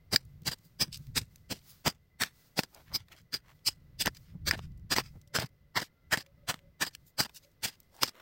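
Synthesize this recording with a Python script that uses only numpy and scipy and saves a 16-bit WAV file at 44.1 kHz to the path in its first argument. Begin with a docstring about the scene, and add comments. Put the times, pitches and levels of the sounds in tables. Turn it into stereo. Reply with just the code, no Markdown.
"""A steel hoe chops hard dry ground at night, nearly three strokes a second; light wind rumbles behind.
Each stroke is a swell of breaking grains exciting ground, hollow, blade and grit; drags and knocks follow.
Soil spills, shoes scuff and crumbs tick as filtered grain bursts; dust hisses as swelling noise.
Wind and night air are coloured noise; a far cricket and faint far tones are blurred into narrow bands."""
import sys
import numpy as np
from scipy import signal
from scipy.fft import rfft, irfft
from scipy.io import wavfile
from scipy.ndimage import uniform_filter1d

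SR = 44100
rng = np.random.default_rng(int(sys.argv[2]) if len(sys.argv) > 2 else 0)


def log_audio(samples):
    """Write samples as a 16-bit WAV file to the path given in sys.argv[1]."""
    # one column per channel
    frames = np.atleast_2d(samples).T
    # limit to full scale, then quantise
    limited = np.clip(frames, -1, 1)
    pcm = np.round(limited * 32767).astype(np.int16)
    wavfile.write(sys.argv[1], SR, pcm)


N = 362061
SIZE = 16384  # samples per event
T = (np.arange(SIZE) - SIZE // 2) / SR  # time around one event [s]

# blade entering the soil: (peak time [s], packed earth [dB], hollow of the hole [dB], blade ring [dB],
# grit [dB], crumbling tail [dB], thrown dust [dB], left minus right [dB])
CHOPS = [(.139, -30, -50, -28.5, -25.5, -14, -75, -1), (.476, -39, -37.5, -30.5, -27, -8.5, -68.5, -1),
         (.818, -36, -37.5, -22, -27, -11.5, -64, -0.5), (1.175, -37.5, -34.5, -29.5, -23, -17, -69.5, 1),
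         (1.518, -40, -61, -36, -32, -12.5, -59, -2), (1.871, -25, -43, -28, -26, -20.5, -82.5, 3.5),
         (2.219, -34, -29, -29, -25, -7.5, -62.5, -1.5), (2.588, -32, -56, -31, -29, -16, -64, -3),
         (2.955, -44, -61, -24.5, -51.5, -25.5, -72, -5.5), (3.344, -46, -39, -28.5, -41, -13.5, -72, -5.5),
         (3.676, -46, -43.5, -22, -25.5, -22, -87.5, 1), (4.013, -44, -38, -27.5, -26, -12, -66, -1),
         (4.481, -31.5, -30.5, -26, -28.5, -7, -79, -1.5), (4.926, -29, -30, -25.5, -26, -11, -70.5, -2.5),
         (5.361, -29, -30, -28.5, -28, -8.5, -85.5, 1.5), (5.773, -26, -27, -28.5, -38.5, -10, -94.5, -1.5),
         (6.134, -28.5, -22.5, -34, -24.5, -14.5, -95.5, -1.5),
         (6.499, -30, -33.5, -30.5, -28, -14, -92, 0), (6.824, -32, -25, -32.5, -26, -15, -76, 0),
         (7.201, -30.5, -33.5, -25.5, -25, -10.5, -66.5, -3.5), (7.648, -34, -36.5, -36, -25, -11, -75, -1),
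         (8.032, -33.5, -44, -26, -28.5, -10, -74, -1.5)]


def undb(db):
    """Decibels to gain."""
    return 10 ** (np.asarray(db) / 20)


def unit(x):
    """Scale to rms 1."""
    return x / np.sqrt(np.mean(np.abs(x) ** 2) + 1e-30)


def freqs(size=SIZE):
    """Frequency axis of a spectrum [Hz], floored at 1 Hz."""
    return np.maximum(np.fft.rfftfreq(size, 1 / SR), 1)


def curve(rows, column=1):
    """One column of a time table, interpolated for every sample."""
    rows = np.array(rows)
    return np.interp(np.arange(N) / SR, rows[:, 0], rows[:, column])


def colour(points, size=SIZE):
    """Causal minimum-phase response through (frequency [Hz], level [dB]) points."""
    hz, db = np.transpose(points)
    level_db = np.interp(np.log(freqs(size)), np.log(hz), db)
    cepstrum = irfft(np.log(undb(level_db)), size)
    cepstrum[1:size // 2] *= 2
    cepstrum[size // 2 + 1:] = 0
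    return np.exp(rfft(cepstrum))


def resonance(hz, width_hz, size=SIZE):
    """Response of one resonance, gain 1 at its centre."""
    f = freqs(size)
    return 1 / (1 + 1j * (f * f - hz * hz) / (f * width_hz))


def walk(step, size=N):
    """Smooth random wander that changes about every step points; spread near 1."""
    step = max(int(step), 2)
    held = np.repeat(rng.standard_normal(size // step + 1), step)
    return 1.34 * uniform_filter1d(uniform_filter1d(held, step), step)[:size]


def noise(response, likeness=0.):
    """Steady stereo noise of a given colour; likeness is the power share common to both sides."""
    left, right, common = rng.standard_normal((3, N))
    share = np.clip(likeness, 0, 1)
    stereo = np.sqrt(1 - share) * np.array([left, right]) + np.sqrt(share) * common
    return unit(irfft(rfft(stereo) * response, N))


def grains(spread_db):
    """Dense tiny fractures: mostly small, a few large."""
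    size_db = spread_db * np.minimum(rng.exponential(size=SIZE), 6)
    return unit(rng.standard_normal(SIZE) * undb(size_db))


def bell(sigma_s):
    """Smooth Gaussian swell and fall around the event's time."""
    return np.exp(-.5 * (T / sigma_s) ** 2)


def fall(decay_s):
    """Sudden start and exponential fall."""
    return (T >= 0) * np.exp(-np.abs(T) / decay_s)


def ring(force, response, envelope):
    """Spectrum of a force heard through a body, scaled by the energy of the envelope."""
    return unit(rfft(force) * response) * np.sqrt(np.sum(envelope ** 2))


def add(out, s, spectrum, pan_db, scatter_rad=1.106, ripple_db=3.5, apart_hz=750):
    """Place an event; above the bass, rough ground scatters it differently to the two microphones."""
    apart = np.minimum(freqs() / apart_hz, 1)
    turn, tilt = (walk(170, size=len(apart)) for _ in range(2))
    side = np.array([[1], [-1]])
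    gain = undb(side * (pan_db / 2 + ripple_db * tilt) * apart)
    gain = gain / np.sqrt(np.mean(gain ** 2, axis=0))
    phase = np.exp(1j * side * scatter_rad * turn * apart)
    sound = irfft(spectrum * gain * phase)
    start = int(s * SR) - SIZE // 2
    lo, hi = max(start, 0), min(start + SIZE, N)
    out[:, lo:hi] += sound[:, lo - start:hi - start]


def wind(trim_db=-1, buffet_db=2.5, bump_trim_db=-1):
    """Light gusts rumble at the microphone as low noise, with dull bumps from low resonances."""
    # breeze: (time [s], rumble level [dB])
    breeze = [(0, -56.5), (.33, -51), (.65, -61.5), (1.1, -43), (1.33, -58), (1.8, -62.5), (2.7, -66.5),
              (2.92, -48), (3.12, -63.5), (3.6, -62), (4.1, -46.5), (4.26, -59.5), (4.36, -39.5),
              (4.9, -45), (5.25, -54.5), (5.95, -66), (6.45, -57.5), (6.7, -61), (8.2, -71.5)]
    # rumble spectrum: (frequency [Hz], level [dB])
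    rumble = [(20, -7.5), (55, 0.5), (100, 0), (160, -0.5), (210, -15.5), (300, -23), (480, -45.5),
              (1200, -66.5)]
    # dull low bumps: (time [s], level [dB], pitch [Hz])
    bumps = [(.425, -50, 140), (.661, -54.5, 158), (.882, -46, 150), (1.004, -43.5, 140),
             (1.218, -38.5, 120), (4.352, -39.5, 155), (4.572, -41.5, 130), (5.165, -46.5, 120),
             (5.435, -34.5, 129.5)]
    level_db = curve(breeze) + trim_db + buffet_db * walk(SR / 30)
    out = noise(colour(rumble, size=N), likeness=0.37) * undb(level_db)
    swell = bell(sigma_s=.009)
    for s, db, hz in bumps:
        body = resonance(hz, 94) ** 2
        add(out, s, undb(db + bump_trim_db) * ring(swell * grains(spread_db=1), body, swell), pan_db=0)
    return out


def far_tone(hz, db, blur_hz):
    """Many paths through the night air smear a distant tone into a narrow band."""
    paths = np.array([walk(SR / blur_hz) + 1j * walk(SR / blur_hz) for _ in range(2)])
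    return undb(db) * np.real(paths * np.exp(2j * np.pi * np.cumsum(hz) / SR))


def still_air(level_db=-70):
    """Night air: coloured noise that wanders slowly in level."""
    # night spectrum: (frequency [Hz], level [dB])
    night_colour = [(30, 10.5), (150, 8.5), (300, 4.5), (550, 2.5), (850, -7), (1300, -5.5), (2700, -11),
                    (5000, -13.5), (7500, -21), (10000, -19), (16000, -19.5)]
    return noise(colour(night_colour, size=N), likeness=0.24) * undb(level_db + 1.0 * walk(SR / 3))


def cricket(centre_hz=2030, level_db=-79):
    """Far cricket: one continuous blurred tone, wandering in pitch and level."""
    return far_tone(centre_hz + 12 * walk(SR / 6), level_db + 1.5 * walk(SR / 5), blur_hz=137)


def far_calls(pitch_hz=562, trim_db=-1):
    """Faint far calls: Gaussian swells of one blurred note."""
    # (peak time [s], Gaussian sigma [s], level [dB])
    calls = [(5.31, 0.036, -68), (5.6, .09, -76.5), (6.27, 0.042, -68), (6.43, 0.03, -66),
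             (6.64, 0.047, -66), (7.46, 0.019, -61.5)]
    t = np.arange(N) / SR
    swells = sum(undb(db) * np.exp(-.5 * ((t - s) / sigma_s) ** 2) for s, sigma_s, db in calls)
    return swells * far_tone(np.full(N, pitch_hz), trim_db, blur_hz=72.7)


def falling_tone(trim_db=-1):
    """Higher far tone: a blurred tone gliding down in pitch."""
    # (time [s], pitch [Hz], level [dB])
    glide = [(5.85, 1400, -100), (5.95, 1380, -74), (6.08, 1360, -78), (6.28, 1293, -81.5),
             (6.42, 1265, -79.5), (6.5, 1260, -100)]
    return far_tone(curve(glide), curve(glide, column=2) + trim_db, blur_hz=73.5)


def bodies(detune=0.014, thud_hz=155, hollow_hz=1750):
    """Ground, hollow and blade; the soil loads the blade a little differently on every contact."""
    # steel blade modes, damped by the soil: (frequency [Hz], width [Hz], level [dB])
    modes = [(2330, 99, -13), (4470, 170, -8), (4857, 200, 6.5), (5180, 200, -5), (6040, 170, -15.5),
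             (7430, 150, -6.5), (9900, 220, -18.5), (13015, 300, -18.5), (15200, 200, -21.5)]
    shifts, loads = rng.standard_normal((2, len(modes)))
    loads_db = 3.2 * np.clip(loads, -1.5, 1.5)
    blade = sum(undb(db + load_db) * resonance(hz * (1 + detune * shift), width_hz)
                for (hz, width_hz, db), shift, load_db in zip(modes, shifts, loads_db))
    return resonance(thud_hz, 260) ** 2, resonance(hollow_hz, 690) ** 2, blade


def contact(forces, envelope, levels_db):
    """One contact of the blade: forces excite crunch, thud, hollow, blade ring and grit."""
    # packed earth spectrum: (frequency [Hz], level [dB])
    crunch_colour = [(80, -23), (300, -3), (1000, 0), (3000, -7), (6000, -16), (16000, -36.5)]
    # grit spectrum: (frequency [Hz], level [dB])
    grit_colour = [(600, -29), (1800, -9.5), (2800, 1.5), (5800, 0), (6900, -3.5), (8000, 1), (11500, -9.5),
                   (15500, -13)]
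    responses = (colour(crunch_colour), *bodies(), colour(grit_colour))
    return sum(undb(db) * ring(force, body, envelope)
               for force, db, body in zip(forces, levels_db, responses))


def chops(bite_sigma_s=.0095, crumble_s=0.021, after_db=-38, after_s=0.036, ring_s=.025):
    """Blade entering the soil: a swell of breaking grains with an uneven crumbling tail."""
    # thud at usual firmness, weaker once the microphone draws back from the hole: (time [s], level [dB])
    near_thud = [(0, -32), (1.85, -31), (2.3, -39.5), (8.2, -39)]
    firm_db, thud_slope = -32, 0.48  # usual firmness; dB of thud per dB of firmness
    out = np.zeros((2, N))
    swell = bell(bite_sigma_s)
    for s, earth_db, hollow_db, blade_db, grit_db, crumble_db, _, pan_db in CHOPS:
        # firm earth both crunches and thuds
        thud_db = np.interp(s, *np.transpose(near_thud)) + thud_slope * (earth_db - firm_db)
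        levels_db = (earth_db, thud_db, hollow_db, blade_db, grit_db)
        # the earth keeps crumbling unevenly after the blade has stopped
        tail = undb(crumble_db) * fall(crumble_s) + undb(after_db) * fall(after_s)
        tail = tail * undb(4.2 * walk(160, size=SIZE))
        bite = np.hypot(swell * undb(1.2 * walk(70, size=SIZE)), tail)
        # soil damps the buried blade, so its drive dies away after the cut
        cut = bite * np.exp(-np.maximum(T - bite_sigma_s, 0) / ring_s)
        forces = [drive * grains(spread_db=2.5) for drive in (bite, bite, bite, cut, bite)]
        add(out, s, contact(forces, swell, levels_db), pan_db)
    return out


def knocks():
    """Blade meeting a stone or hard clod: one sharp push and a short crack."""
    # (time [s], crunch [dB], thud [dB], hollow [dB], blade ring [dB], grit [dB], left minus right [dB])
    hits = [(.1608, -29.5, -36.5, -17, -7, -22, -1.5), (.488, -30, -37, -32, -49, -33, -1),
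            (1.879, -30, -33.5, -51, -31.5, -19.5, 1), (2.2356, -58, -44, -19, -26.5, -19, -4),
            (2.5914, -12, -18, -47, -24.5, -36.5, -12), (2.6348, -36.5, -45.5, -35, -31, -29.5, -2),
            (2.959, -40, -53, -63, -22.5, -53, 1), (3.341, -44, -42, -43, -20, -27.5, -1),
            (3.686, -28, -37, -36.5, -54, -32, -15.5), (4.0214, -37, -38.5, -38, -41.5, -23, 2),
            (4.0594, -22, -27.5, -41, -54.5, -17.5, -6), (4.07, -20, -28, -22.5, -48, -24, 7.5),
            (4.0771, -16.5, -38, -50, -26, -44, -8), (4.511, -39, -42, -10, -14.5, -33, -5),
            (4.592, -32, -35, -69, -57, -59, 0), (4.9633, -23, -29, -21, -31, -28.5, -4),
            (4.9839, -13.5, -24, -27, -18, -32.5, -5), (5.387, -18.5, -19.5, -39, -45, -43.5, 5),
            (6.174, -22, -26, -38, -50, -26.5, -1), (6.5423, -29.5, -33.5, -57, -66, -37.5, -5),
            (6.9506, -58, -52, -45.5, -41, -31, -1), (7.2048, -19.5, -22, -21.5, -24, -19.5, -3),
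            (7.249, -42, -55.5, -44, -37, -36, -1), (8.0332, -11, -34, -38, -22, -10, 4.5)]
    out = np.zeros((2, N))
    crack = fall(decay_s=0.0015) + undb(-23.0) * fall(decay_s=.008)
    push = 4.0 * fall(decay_s=.00004)
    for s, *levels_db, pan_db in hits:
        forces = [crack * grains(spread_db=1.0) + push for _ in levels_db]
        add(out, s, contact(forces, crack, levels_db), pan_db, scatter_rad=.7)
    return out


def drags(trim_db=-1.5):
    """Blade dragging on: it sticks and slips as it is pulled, an uneven swell of grains."""
    # (peak time [s], Gaussian sigma [s], packed earth [dB], scraping steel [dB], left minus right [dB])
    pulls = [(.525, 0.0087, -41.5, -33.5, -5), (0.946, .013, -73, -39.5, -2),
             (1.893, 0.011, -46, -37, -10.5), (2.24, 0.0031, -43, -46, 2.5), (2.606, 0.0093, -48.5, -43, 3),
             (2.639, 0.0068, -48, -47, -1.5), (3.362, 0.009, -57, -41.5, -2), (4.069, .01, -28.5, -37, 4.5),
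             (4.536, .011, -36, -44, -1.5), (4.583, 0.014, -54.5, -58, -11),
             (4.971, 0.0076, -31, -27.5, -4.5), (4.994, .011, -34, -33.5, 1),
             (5.398, 0.0058, -39, -32.5, -11), (5.42, 0.014, -35, -40, -1.5),
             (5.462, 0.0048, -54, -48.5, -5), (5.8, 0.0036, -39, -36, -6), (5.821, .0079, -36, -38, -1.5),
             (6.182, 0.0089, -42.5, -40, -7), (6.205, .011, -51, -45.5, -6),
             (6.852, 0.0034, -42.5, -41.5, 2.5), (6.872, 0.009, -45, -36, -1),
             (7.226, 0.0095, -44.5, -34.5, -5), (7.257, 0.004, -39, -42, -0.5),
             (7.678, 0.012, -50, -36.5, -4), (8.06, 0.0099, -51.5, -42, -3),
             (8.086, 0.0086, -48, -38.5, -5)]
    thud_db, hollow_db, grit_db = -5, -2.5, -0.5  # thud and hollow re earth, grit re steel
    out = np.zeros((2, N))
    for s, sigma_s, earth_db, steel_db, pan_db in pulls:
        levels_db = (earth_db, earth_db + thud_db, earth_db + hollow_db, steel_db, steel_db + grit_db)
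        swell = bell(sigma_s)
        drag = swell * undb(3.0 * walk(90, size=SIZE))
        forces = [drag * grains(spread_db=2.5) for _ in levels_db]
        add(out, s, undb(trim_db) * contact(forces, swell, levels_db), pan_db)
    return out


def crumbs(pan_db=-3.5, stray_max_db=-57, stray_count=45):
    """Crumbs land and straws snap: short resonant ticks, plus fainter ones at random times."""
    # (time [s], level [dB], centre [Hz])
    placed = [(.252, -54, 12000), (.42, -55, 7000), (.973, -39.5, 7000), (1.069, -52, 4300),
              (1.3589, -44, 5950), (1.5295, -38.5, 2300), (2.7468, -40.5, 6700), (2.925, -44, 800),
              (3.0845, -49, 1700), (3.118, -45, 1880), (3.165, -52, 4000), (4.1486, -44.5, 4200),
              (4.169, -42, 4600), (4.577, -45.5, 5000), (5.215, -52, 5030), (5.2755, -54, 5010),
              (6.2628, -50, 2920), (6.591, -50.5, 2104), (7.2949, -42.5, 893), (7.3463, -45, 9200),
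              (7.8023, -45, 10000), (7.9649, -49, 6700)]
    out = np.zeros((2, N))
    tick = fall(decay_s=0.0017) + undb(-16.0) * fall(decay_s=.006)
    strays = [(N / SR * when, stray_max_db + 8 * (big - 1), 2500 + 6000 * pitch)
              for when, big, pitch in rng.random((stray_count, 3))]
    for s, db, hz in list(placed) + strays:
        force = tick * grains(spread_db=5.0)
        add(out, s, undb(db) * ring(force, resonance(hz, 0.75 * hz), tick), pan_db)
    return out


def dust(flight_s=0.17, rise_s=0.052, settle_s=.095):
    """Each chop throws up dust that lands a moment later as fine hiss and thins out."""
    # dust spectrum: (frequency [Hz], level [dB])
    dust_colour = [(500, -7), (1400, 0.5), (2800, -2.5), (4700, 3), (7500, -0.5), (10000, -1),
                   (15500, -2.5)]
    t, power = np.arange(N) / SR, 0
    for s, *_, dust_db, _ in CHOPS:
        late_s = t - s - flight_s
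        width_s = np.where(late_s < 0, rise_s, settle_s)
        power = power + undb(dust_db) ** 2 * np.exp(-(late_s / width_s) ** 2)
    hiss = noise(colour(dust_colour, size=N), likeness=.1)
    return hiss * np.sqrt(power) * undb(1.2 * walk(SR / 40)) * undb([[-2.5], [.5]])  # left, right


def spills(trim_db=-1, pan_db=-4.5):
    """Loose soil slides back and off the blade: uneven grain swells in a broad band, faint blade ring."""
    # (peak time [s], Gaussian sigma [s], level [dB], centre [Hz], blade ring [dB])
    slides = [(0.657, 0.012, -61, 9170, -68.5), (1.555, 0.027, -54.5, 4470, -69),
              (1.702, 0.017, -51.5, 8100, -62), (2.259, 0.017, -45.5, 2260, -63),
              (2.996, 0.02, -54.5, 2080, -70), (3.183, .017, -55.5, 2780, -71.5),
              (3.713, .013, -53.5, 2940, -54), (4.165, 0.0075, -58, 3000, -55), (4.29, .03, -67, 2400, -78),
              (4.637, 0.018, -56.5, 2780, -71), (5.058, 0.021, -54.5, 2410, -57),
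              (5.844, 0.015, -50, 3440, -56), (6.941, .0066, -58, 3980, -62),
              (7.081, 0.017, -58.5, 9100, -76), (7.366, .012, -43.5, 4950, -65),
              (7.441, 0.0094, -58, 3500, -65), (7.732, 0.017, -56, 2770, -76),
              (7.973, 0.032, -61.5, 6000, -75)]
    out = np.zeros((2, N))
    for s, sigma_s, db, hz, blade_db in slides:
        slide = bell(sigma_s)
        force = slide * grains(spread_db=3.5) * undb(1.7 * walk(130, size=SIZE))
        soil = undb(db) * ring(force, resonance(hz, 1.77 * hz) ** 2, slide)
        blade = undb(blade_db) * ring(force, bodies()[-1], slide)
        add(out, s, undb(trim_db) * (soil + blade), pan_db)
    return out


def scuffs(pan_db=-3):
    """Shoe soles shift on the dirt: uneven swells of ground grains through one resonance."""
    # (peak time [s], Gaussian sigma [s], level [dB], centre [Hz])
    shifts = [(2.78, 0.028, -54.5, 684), (2.887, .016, -60.5, 1700), (2.925, 0.013, -51.5, 800),
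              (3.127, 0.012, -51, 1700), (3.139, 0.031, -63, 497), (3.489, 0.027, -58, 1320),
              (5.155, 0.011, -63.5, 685), (7.954, 0.026, -61.5, 600), (7.999, 0.012, -53.5, 910),
              (8.192, 0.035, -52.5, 770)]
    out = np.zeros((2, N))
    for s, sigma_s, db, hz in shifts:
        press = bell(sigma_s)
        force = press * grains(spread_db=3.0) * undb(3.1 * walk(120, size=SIZE))
        add(out, s, undb(db) * ring(force, resonance(hz, 0.74 * hz), press), pan_db)
    return out


def scene():
    """The digging in front of the quiet night."""
    night = still_air() + cricket() + far_calls() + falling_tone()
    hoe = chops() + knocks() + drags()
    loose_soil = crumbs() + dust() + spills() + scuffs()
    return wind() + night + hoe + loose_soil


def record(dry, ceiling=.62, top_hz=15900):
    """The microphone colours the treble, the sharpest cracks are rounded off, and the very top is cut."""
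    # microphone port colour: (frequency [Hz], level [dB])
    port_colour = [(5000, -0.5), (7500, -2.5), (8700, -3.5), (10800, -4.5), (12800, 2), (15500, 5.5)]
    sound = irfft(rfft(dry) * colour(port_colour, size=N), N)
    sound = sound / (1 + (sound / ceiling) ** 4) ** (1 / 4)
    return signal.sosfilt(signal.ellip(10, .2, 70, top_hz, fs=SR, output="sos"), sound)


dry = scene()
out = record(dry)
log_audio(out)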